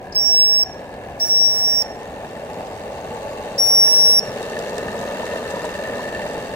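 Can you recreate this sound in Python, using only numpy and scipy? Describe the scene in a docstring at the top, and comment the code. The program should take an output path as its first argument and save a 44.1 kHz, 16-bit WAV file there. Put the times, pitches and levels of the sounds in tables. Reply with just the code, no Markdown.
"""A shrill steam whistle sounds, the first of three blasts from a model launch on a calm lake.
A jet drives its short pipe; the tone interferes with its reflection from the water, swelling and
fading differently at each ear, and the bank returns a faint echo. The boat grows louder as it passes
close by: the burner roars through the resonances of the flue, the engine rattles and puffs four times
a turn, the funnel spits, and bubbles ring in the bow wave."""
import sys
import numpy as np
from scipy import signal
from scipy.fft import rfft, irfft, next_fast_len
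from scipy.io import wavfile
from scipy.ndimage import uniform_filter1d

SR = 44100
rng = np.random.default_rng(int(sys.argv[2]) if len(sys.argv) > 2 else 0)


def to_wav(sig):
    """Store sig (one row per channel, or 1-D mono) as 16-bit WAV at the path in sys.argv[1].

    Samples outside -1..1 are clipped; the rate is SR.
    """
    pcm = np.clip(np.atleast_2d(sig), -1, 1) * 32767
    pcm = np.round(pcm).astype(np.int16)
    wavfile.write(sys.argv[1], SR, pcm.T)  # frames by channels


N = 288855
TIME = np.arange(N) / SR


def amp(db):
    """Amplitude ratio of a level in decibels."""
    return 10 ** (np.asarray(db) / 20)


def unit(x):
    """Normalisation to rms 1."""
    return x / np.sqrt(np.mean(x ** 2) + 1e-20)


def curves(rows):
    """Linear interpolation of each column of a timed table, at every sample."""
    times, *columns = np.transpose(rows)
    return [np.interp(TIME, times, column) for column in columns]


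def spectrum_at(points, hz):
    """Interpolation of a spectrum on a logarithmic frequency axis."""
    f, value = np.transpose(points)
    return np.interp(np.log(hz + 1), np.log(f), value)


def colour(x, points):
    """Filtering by multiplication in the frequency domain."""
    size = next_fast_len(N + 4096)
    gain = amp(spectrum_at(points, np.fft.rfftfreq(size, 1 / SR)))
    return irfft(rfft(x, size) * gain, size)[..., :N]


# Likeness of the noise at the two ears: f/Hz, correlation coefficient
COHERENCE = [(30, 0.91), (150, 0.95), (400, 1), (700, 1), (1100, 0.13), (1800, 1), (2800, 0.36), (5000, 0),
             (15000, 0)]
def noise():
    """Partially coherent white noise at two ears: alike in the bass, independent in the high treble."""
    size = next_fast_len(N)
    mid, side = rfft(rng.standard_normal((2, size)))
    likeness = np.clip(spectrum_at(COHERENCE, np.fft.rfftfreq(size, 1 / SR)), -1, 1)
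    mid, side = mid * np.sqrt((1 + likeness) / 2), side * np.sqrt((1 - likeness) / 2)
    return irfft(np.array([mid + side, mid - side]), size)[:, :N]


def wander(hz):
    """Random fluctuation of rms 1: noise low-passed at hz."""
    size = next_fast_len(N)
    f = np.fft.rfftfreq(size, 1 / SR)
    return unit(irfft(rfft(rng.standard_normal(size)) / (1 + (f / hz) ** 4), size)[:N])


def resonate(x, hz, width):
    """A damped resonator of peak gain 1; its centre may move, its bandwidth is in Hz."""
    phasor = np.exp(2j * np.pi * np.cumsum(hz * np.ones(N)) / SR)
    pole = np.exp(-np.pi * width / SR)
    return 2 * (phasor * signal.lfilter([1 - pole], [1, -pole], x / phasor + 1e-18)).real


def ring(x, hz, width):
    """Two resonators in cascade give a peak with steep flanks, at rms 1."""
    return unit(resonate(resonate(x, hz, width), hz, width))


def decay(kicks, tau_s):
    """Exponential relaxation after each impulse."""
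    return signal.lfilter([1], [1, -np.exp(-1 / (tau_s * SR))], kicks + 1e-18)


def strikes(rows):
    """An impulse train from rows of t/s, level/dB."""
    times, db = np.transpose(rows)
    return np.bincount(np.round(times * SR).astype(int), amp(db), N)[:N]


# Engine speed, in strokes a second: t/s, f/Hz
STROKE_RATE = [(0, 73), (2, 93), (3.3, 97.6), (4.55, 87.6), (4.8, 80), (5.33, 86), (5.8, 81.7),
               (6.55, 89.5)]
def beats(pattern_db, spread_db, jitter_s):
    """Quasi-periodic excitation: four impulses a turn, uneven in size and timing."""
    stroke_count = np.floor(np.cumsum(curves(STROKE_RATE)[0]) / SR)
    onsets = np.flatnonzero(np.diff(stroke_count)) / SR
    size, late = rng.standard_normal((len(onsets), 2)).T
    levels_db = np.resize(pattern_db, len(onsets)) + spread_db * size
    return strikes(np.c_[abs(onsets + jitter_s * late), levels_db])


NEAREST_S, NEAREST_M, BOAT_M_PER_S = 5.33, 1.58, 0.97
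def nearness():
    """Uniform straight motion: nearest distance over present distance, 1 as the boat passes."""
    return NEAREST_M / np.hypot(NEAREST_M, BOAT_M_PER_S * (TIME - NEAREST_S))


def passing(db, loss_db):
    """Spreading loss: the level is db at the nearest point, less loss_db per doubling of distance."""
    return db + loss_db * np.log2(nearness())


# Spectrum of the open air: f/Hz, relative level/dB
AIR_SPECTRUM = [(15, -24), (28, -14), (55, -4), (120, -2.5), (200, -5.5), (400, -7), (1000, -35),
                (2500, -22), (8000, -90), (16000, -55)]
# One dull bump: t/s, f/Hz, level/dB, T60/s
BUMP = (4.28, 124, -29, .16)
def shore():
    """Ambient noise: the low rumble of the open air, and one bump, a damped sinusoid."""
    onset, hz, db, t60 = BUMP
    age = np.maximum(TIME - onset, 0)
    bump = amp(db - 60 * age / t60) * np.sin(2 * np.pi * hz * age)
    return amp(-40.5 + .9 * wander(9)) * unit(colour(noise(), AIR_SPECTRUM)) + bump


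def bank(x, tail_db, t60, echo_db, echo_s):
    """Reflection and scattering at the bank: one echo and a short tail, their highest treble cut near 16 kHz."""
    t = np.arange(SR) / SR
    response = rng.standard_normal((2, SR)) * amp(-60 * t / t60) * (t > .008)
    response *= amp(tail_db) / np.linalg.norm(response, axis=1, keepdims=True)
    response[:, round(echo_s * SR)] += amp(echo_db)
    reflected = signal.fftconvolve(x, response, axes=1)[:, :N]
    return colour(reflected, [(6000, 3.5), (11000, 2), (16000, -7)])


def bubbles(rows, cycles):
    """Bubble resonance: each rises a little in pitch and decays by 1/e in the given cycles."""
    out, t = np.zeros(N + SR), np.arange(SR // 20) / SR
    for onset, db, hz in rows:
        age = hz * t / cycles
        rise = 1 + 0.019 * np.minimum(age, 5)
        out[round(onset * SR):][:len(t)] += amp(db) * np.exp(-age) * np.sin(2 * np.pi * hz * t * rise)
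    return out[:N]


# Large bubbles in the bow wave: t/s, level/dB, f/Hz
BOW_PLOPS = [(4.505, -22, 840), (4.723, -26, 890), (5.011, -27, 930), (5.232, -19.5, 910),
             (5.567, -21.5, 940), (5.645, -20, 921), (5.872, -33, 991), (5.994, -21.5, 957),
             (6.192, -22, 850), (6.351, -28, 855)]
def bow_wave():
    """Trapped air oscillates: a few low plops, and many high droplets heard as the boat nears."""
    when, size, pitch, side = rng.random((1500, 4)).T
    onsets = when * (N - 1) / SR
    levels_db = np.interp(onsets, TIME, passing(db=-47, loss_db=7.8)) + 12 * size ** 2
    drops = np.c_[onsets, levels_db, 3000 * 3 ** pitch]
    spray = np.array([bubbles(drops[side < .5], cycles=12), bubbles(drops[side >= .5], cycles=12)])
    return spray + bubbles(BOW_PLOPS, cycles=7.3)


def water_mirror(direct, delay_ms):
    """Comb filtering: the water adds a weak copy, delayed most as the boat passes, stirred by ripples."""
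    delay_s = (delay_ms * nearness() + .04 * wander(6)) / 1000
    return direct + .25 * np.array([np.interp(TIME - delay_s, TIME, ear) for ear in direct])


# Spectra of the exhaust steam and of its finest hiss, heard nearby: f/Hz, relative level/dB
PUFF_SPECTRUM = [(1500, -36), (3500, 8), (5200, 2.5), (7300, 1.5), (8700, -5), (9700, -5), (12500, -11.5),
                 (15500, -31)]
FIZZ_SPECTRUM = [(6000, -20), (9500, 4), (12000, 6), (14000, 4), (16000, -5)]
# Drops of condensate spat from the funnel: t/s, relative level/dB
CONDENSATE = [(4.4286, -34), (4.5912, -34), (4.6945, -38), (4.7813, -29), (5.012, -37), (5.255, -37),
              (5.3744, -40), (5.5051, -34), (5.6518, -35)]
def funnel():
    """Modulated flow noise: each stroke releases a puff of steam, and now and then a drop of water."""
    puffs = decay(beats([1.5, -1, 0, -1], spread_db=2.5, jitter_s=.0004), tau_s=.0035)
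    flow = unit(.5 + puffs) * amp(.9 * wander(20))
    # wet steam sputters in patches
    wet = sum(ring(noise(), hz, width=1300) * amp(3.2 * wander(60)) for hz in (4300, 6200, 7800))
    steam = unit(unit(colour(noise(), PUFF_SPECTRUM)) + .65 * unit(wet))
    fizz = amp(-15.5) * nearness() ** 0.54 * unit(colour(noise(), FIZZ_SPECTRUM))
    spits = amp(2) * decay(strikes(CONDENSATE), tau_s=.0024)
    envelope = amp(passing(db=-43.5, loss_db=9)) * flow + spits
    return water_mirror((steam + fizz) * envelope, delay_ms=0.786)


# Harder knocks of the running gear: t/s, relative level/dB
GEAR_KNOCKS = [(.793, -22), (.946, -25), (.98, -24), (1.042, -25), (2.367, -22), (2.583, -22),
               (4.8277, -13), (5.094, -19), (5.324, -17), (5.54, -19), (5.723, -19), (5.897, -15),
               (6.375, -17)]
# Modes of the hull under a knock: f/Hz, relative level/dB, T60/s
HULL_MODES = [(560, 0, .045), (830, -7, .025), (1790, -15, .03)]
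def knocks():
    """Impulse response: the wooden hull answers each knock with a sum of damped modes."""
    t = np.arange(SR // 10) / SR
    response = sum(amp(db - 60 * t / t60) * np.sin(2 * np.pi * hz * t) for hz, db, t60 in HULL_MODES)
    return amp(-2.5) * signal.oaconvolve(strikes(GEAR_KNOCKS), response / abs(response).max())[:N]


# Modes of the metal engine frame: f/Hz, bandwidth/Hz, relative level/dB
FRAME_MODES = [(2130, 280, -9.5), (2721, 117, 4), (2996, 220, -3.5), (3744, 340, -2), (4480, 150, -5.5)]
# Spectrum of the bearing rattle: f/Hz, relative level/dB
RATTLE_SPECTRUM = [(500, -7), (1000, -16), (1500, 8), (2200, 3), (2480, -2), (2900, -0.5), (5000, -17),
                   (9000, -12), (16000, -27)]
# Strongest resonance of the hull: t/s, f/Hz, level/dB
HULL_RESONANCE = [(0, 1660, -46.5), (1.3, 1732, -47.5), (1.95, 1800, -46.5), (2.6, 1770, -52.5),
                  (3.9, 1740, -48), (4.6, 1770, -38.5), (5.3, 1782, -36), (6.05, 1776, -35),
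                  (6.55, 1770, -41.5)]
def engine():
    """Impact excitation: play in the bearings rattles on every stroke and rings the frame and hull."""
    force = unit(.35 + decay(beats([2, -2, 0, -2], spread_db=3, jitter_s=.0008), tau_s=.0045))
    blows = noise() * force
    modes = unit(sum(amp(db) * ring(blows, hz, width) for hz, width, db in FRAME_MODES))
    frame = amp(passing(db=-43, loss_db=8)) * modes
    rattle = amp(passing(db=-42, loss_db=7)) * unit(colour(noise() * force, RATTLE_SPECTRUM))
    hull_hz, hull_db = curves(HULL_RESONANCE)
    hull = amp(hull_db) * ring(blows, hull_hz, width=140)
    return rattle + frame + hull + knocks()


# Modes of the flue: f/Hz, bandwidth/Hz, relative level/dB from the bow, the quarter and the side
FLUE_MODES = [(460, 148, -6, -2.5, -0.5), (578, 182, -1, 2.5, 1.5), (681, 86, 1.5, -7, -9),
              (745.6, 95, 0.5, -5.5, -16), (856.7, 59, -10.5, -1.5, -10), (930, 112, 1, -26, -7),
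              (1126, 94, -19, -9, -20), (1205, 120, -17, -21, -8.5)]
# Spectrum of the broad roar: f/Hz, relative level/dB
ROAR_SPECTRUM = [(100, -15.5), (330, -9), (420, 1.5), (600, 2), (760, -5), (900, -7), (1050, -5),
                 (1250, -34), (1450, -14), (2200, -13.5), (4000, -34)]
def burner():
    """Combustion noise drives the flue's modes, whose balance shifts as the boat shows its side."""
    aspect = 2 * nearness() ** 1.61  # 0 bow on, 1 quarter, 2 side on
    draught = unit(1 + .9 * decay(beats([2, -2, 0, -2], spread_db=3, jitter_s=.0012), tau_s=.004))
    flutter = draught * amp(.7 * wander(40))
    flames = noise() * flutter, noise() * flutter  # neighbouring modes are driven independently
    gains = [amp(np.interp(aspect, np.arange(3), row[2:])) for row in FLUE_MODES]
    modes = [ring(flames[k % 2], hz, width) for k, (hz, width, *_) in enumerate(FLUE_MODES)]
    flue = unit(sum(gain * mode for gain, mode in zip(gains, modes)) / np.linalg.norm(gains, axis=0))
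    broadband = amp(-6.5) * unit(colour(noise() * flutter, ROAR_SPECTRUM))
    roar = amp(passing(db=-27.5, loss_db=4.5)) * unit(flue + broadband)
    boom = amp(passing(db=-38, loss_db=6.5)) * ring(noise(), hz=208.7, width=135)
    return roar + boom


# Steam that slips out before the first blast: t/s, level/dB
FIRST_SPURT = (.125, -29)
def chiff():
    """Onset and release transients: as the valve moves, the weak jet only breathes across the pipe."""
    opens, shuts, *_, jet_db, _ = np.transpose(WHISTLE_BLASTS)
    gusts = np.r_[np.c_[opens + .003, jet_db + 11], np.c_[shuts - .003, jet_db + 6], [FIRST_SPURT]]
    envelope = uniform_filter1d(decay(strikes(gusts), tau_s=.008), size=200)
    return ring(noise(), hz=5100, width=650) * envelope


SCOOP_HZ, SAG_HZ_PER_S = 424, 52.3  # the pitch starts flat, then sinks as the boiler loses pressure
DROP_HZ, DROP_S = 234, 0.0043  # and falls away as the valve shuts
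ATTACK_S, RELEASE_S = 0.02, 0.0047
# Spectra of the jet's hiss and of the sizzle at the lip: f/Hz, relative level/dB
JET_SPECTRUM = [(1500, -5.5), (3300, -12), (4200, -5), (4900, 0), (5600, 8.5), (6500, 2.5), (8000, -3.5),
                (9600, -6.5), (11100, -11), (12500, -18), (16000, -21)]
SIZZLE_SPECTRUM = [(11000, -40), (13000, -20), (14300, -11), (15200, -3), (15700, 0), (15900, -25)]
# Interference of the tone with its reflection from the water, one table a blast:
# t/s, swell/dB, left minus right level/dB, left phase lead/rad
INTERFERENCE = [
    [(0.173, 0.0, -2.0, 3.1), (0.239, -4.0, -8.0, 1.1), (0.267, -3.5, -14.0, 4.4), (0.338, 2.5, 0.0, 3.5),
     (0.418, 5.0, 0.0, 3.5), (0.474, 0.0, -3.0, 3.0), (0.536, 0.5, -4.0, 2.9), (0.63, -0.5, -5.0, 2.9)],
    [(1.216, 0.0, 1.0, 2.6), (1.235, 2.0, -4.0, 2.9), (1.279, -12.0, -3.0, 4.5), (1.306, 4.5, -2.0, 2.8),
     (1.46, 5.0, 7.0, 2.5), (1.545, -1.5, -5.0, 2.5), (1.618, 0.0, 0.0, 2.9), (1.662, 2.5, -3.0, 2.1),
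     (1.815, -0.5, -7.0, 1.9)],
    [(3.62, -1.0, 1.0, 1.2), (3.638, -4.5, 10.0, 0.6), (3.717, -0.5, -3.0, 1.3), (3.833, 2.5, 2.0, 1.4),
     (3.896, -3.0, -8.0, 2.8), (3.947, 1.5, 2.0, 3.5), (4.041, 1.5, 4.0, 1.8), (4.094, 2.0, 0.0, 2.8),
     (4.191, 1.5, -2.0, 1.6)],
]
# Blasts: opening t/s, shutting t/s, f/Hz, pressure rise t/s, level/dB of tone, octave, jet and sizzle
WHISTLE_BLASTS = [(.146, 0.637, 5568, 0.022, -13.5, -47, -39.5, -36.5),
                  (1.196, 1.825, 5586, 0.0035, -16.5, -44.5, -36, -36.5),
                  (3.578, 4.196, 5594, 0.0062, -11.5, -31.5, -33, -35)]
def whistle():
    """A jet-driven pipe resonance: the pitch follows the steam pressure, and hiss surrounds the tone."""
    out, ears = np.zeros((2, N)), np.array([[.5], [-.5]])
    jet = unit(colour(noise(), JET_SPECTRUM))
    sizzle = unit(colour(noise(), SIZZLE_SPECTRUM))
    unsteady_hz = 11 * wander(130) + 20 * wander(900)
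    shimmer = amp(.45 * wander(150) + .45 * np.array([wander(60), wander(60)]))
    octave_gain = amp(-4 * ears + 2 * np.array([wander(40), wander(40)]) + 2 * wander(300))
    sputter = amp(1.1 * wander(200) + .8 * wander(15))
    for blast, water in zip(WHISTLE_BLASTS, INTERFERENCE):
        opens, shuts, pitch_hz, rise_s, tone_db, octave_db, jet_db, sizzle_db = blast
        age, remaining = np.maximum(TIME - opens, 0), np.maximum(shuts - TIME, 0)
        scoop, drop = SCOOP_HZ * np.exp(-age / rise_s), DROP_HZ * np.exp(-remaining / DROP_S)
        hz = pitch_hz - scoop - SAG_HZ_PER_S * age - drop
        phase = 2 * np.pi * np.cumsum(hz + unsteady_hz) / SR
        swell_db, balance_db, lead = curves(water)
        tone = amp(tone_db + swell_db + ears * balance_db) * shimmer * np.sin(phase + ears * lead)
        octave = amp(octave_db) * octave_gain * np.sin(2 * phase + ears)
        hiss = sputter * (amp(jet_db) * jet + amp(sizzle_db) * sizzle)
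        sounding = np.clip(np.minimum(age / ATTACK_S, .5 + (shuts - TIME) / RELEASE_S), 0, 1)
        flow = np.interp(TIME, [opens - .002, opens + .008, shuts - .01, shuts + .014], [0, 1, 1, 0])
        out += np.sqrt(2) * sounding * (tone + octave) + flow * hiss
    return out


def scene():
    """Superposition of the boat and the shore, the whistle, and its echo."""
    left, right = burner() + engine() + funnel() + bow_wave() + shore()
    # the left ear hears these 5 samples sooner and slightly louder
    boat_and_shore = np.array([left, np.roll(right, 5)]) * amp([[.3], [-.3]])
    blasts = whistle() + chiff()
    return boat_and_shore + blasts + bank(blasts, tail_db=-24, t60=.42, echo_db=-33, echo_s=.1)


DUCK_ABOVE_DB, DUCK_SHARE, RECOVER_DB_PER_S, CUTOFF_HZ = -20.5, 0.17, 54, 15800
def record(dry):
    """Compression and band limiting: the whole sound ducks a little under each blast."""
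    power_db = 10 * np.log10(abs(uniform_filter1d((dry ** 2).mean(0), size=600)) + 1e-12)
    recovery = RECOVER_DB_PER_S * TIME
    held_db = np.maximum.accumulate(power_db + recovery) - recovery
    over_db = np.maximum(held_db - DUCK_ABOVE_DB, 0)
    ducked = dry / amp(DUCK_SHARE * uniform_filter1d(over_db, size=300))
    lowpass = signal.firwin(511, CUTOFF_HZ, window=("kaiser", 9), fs=SR)
    return signal.oaconvolve(ducked, lowpass[None], "same", axes=1)


dry = scene()
out = record(dry)
to_wav(out)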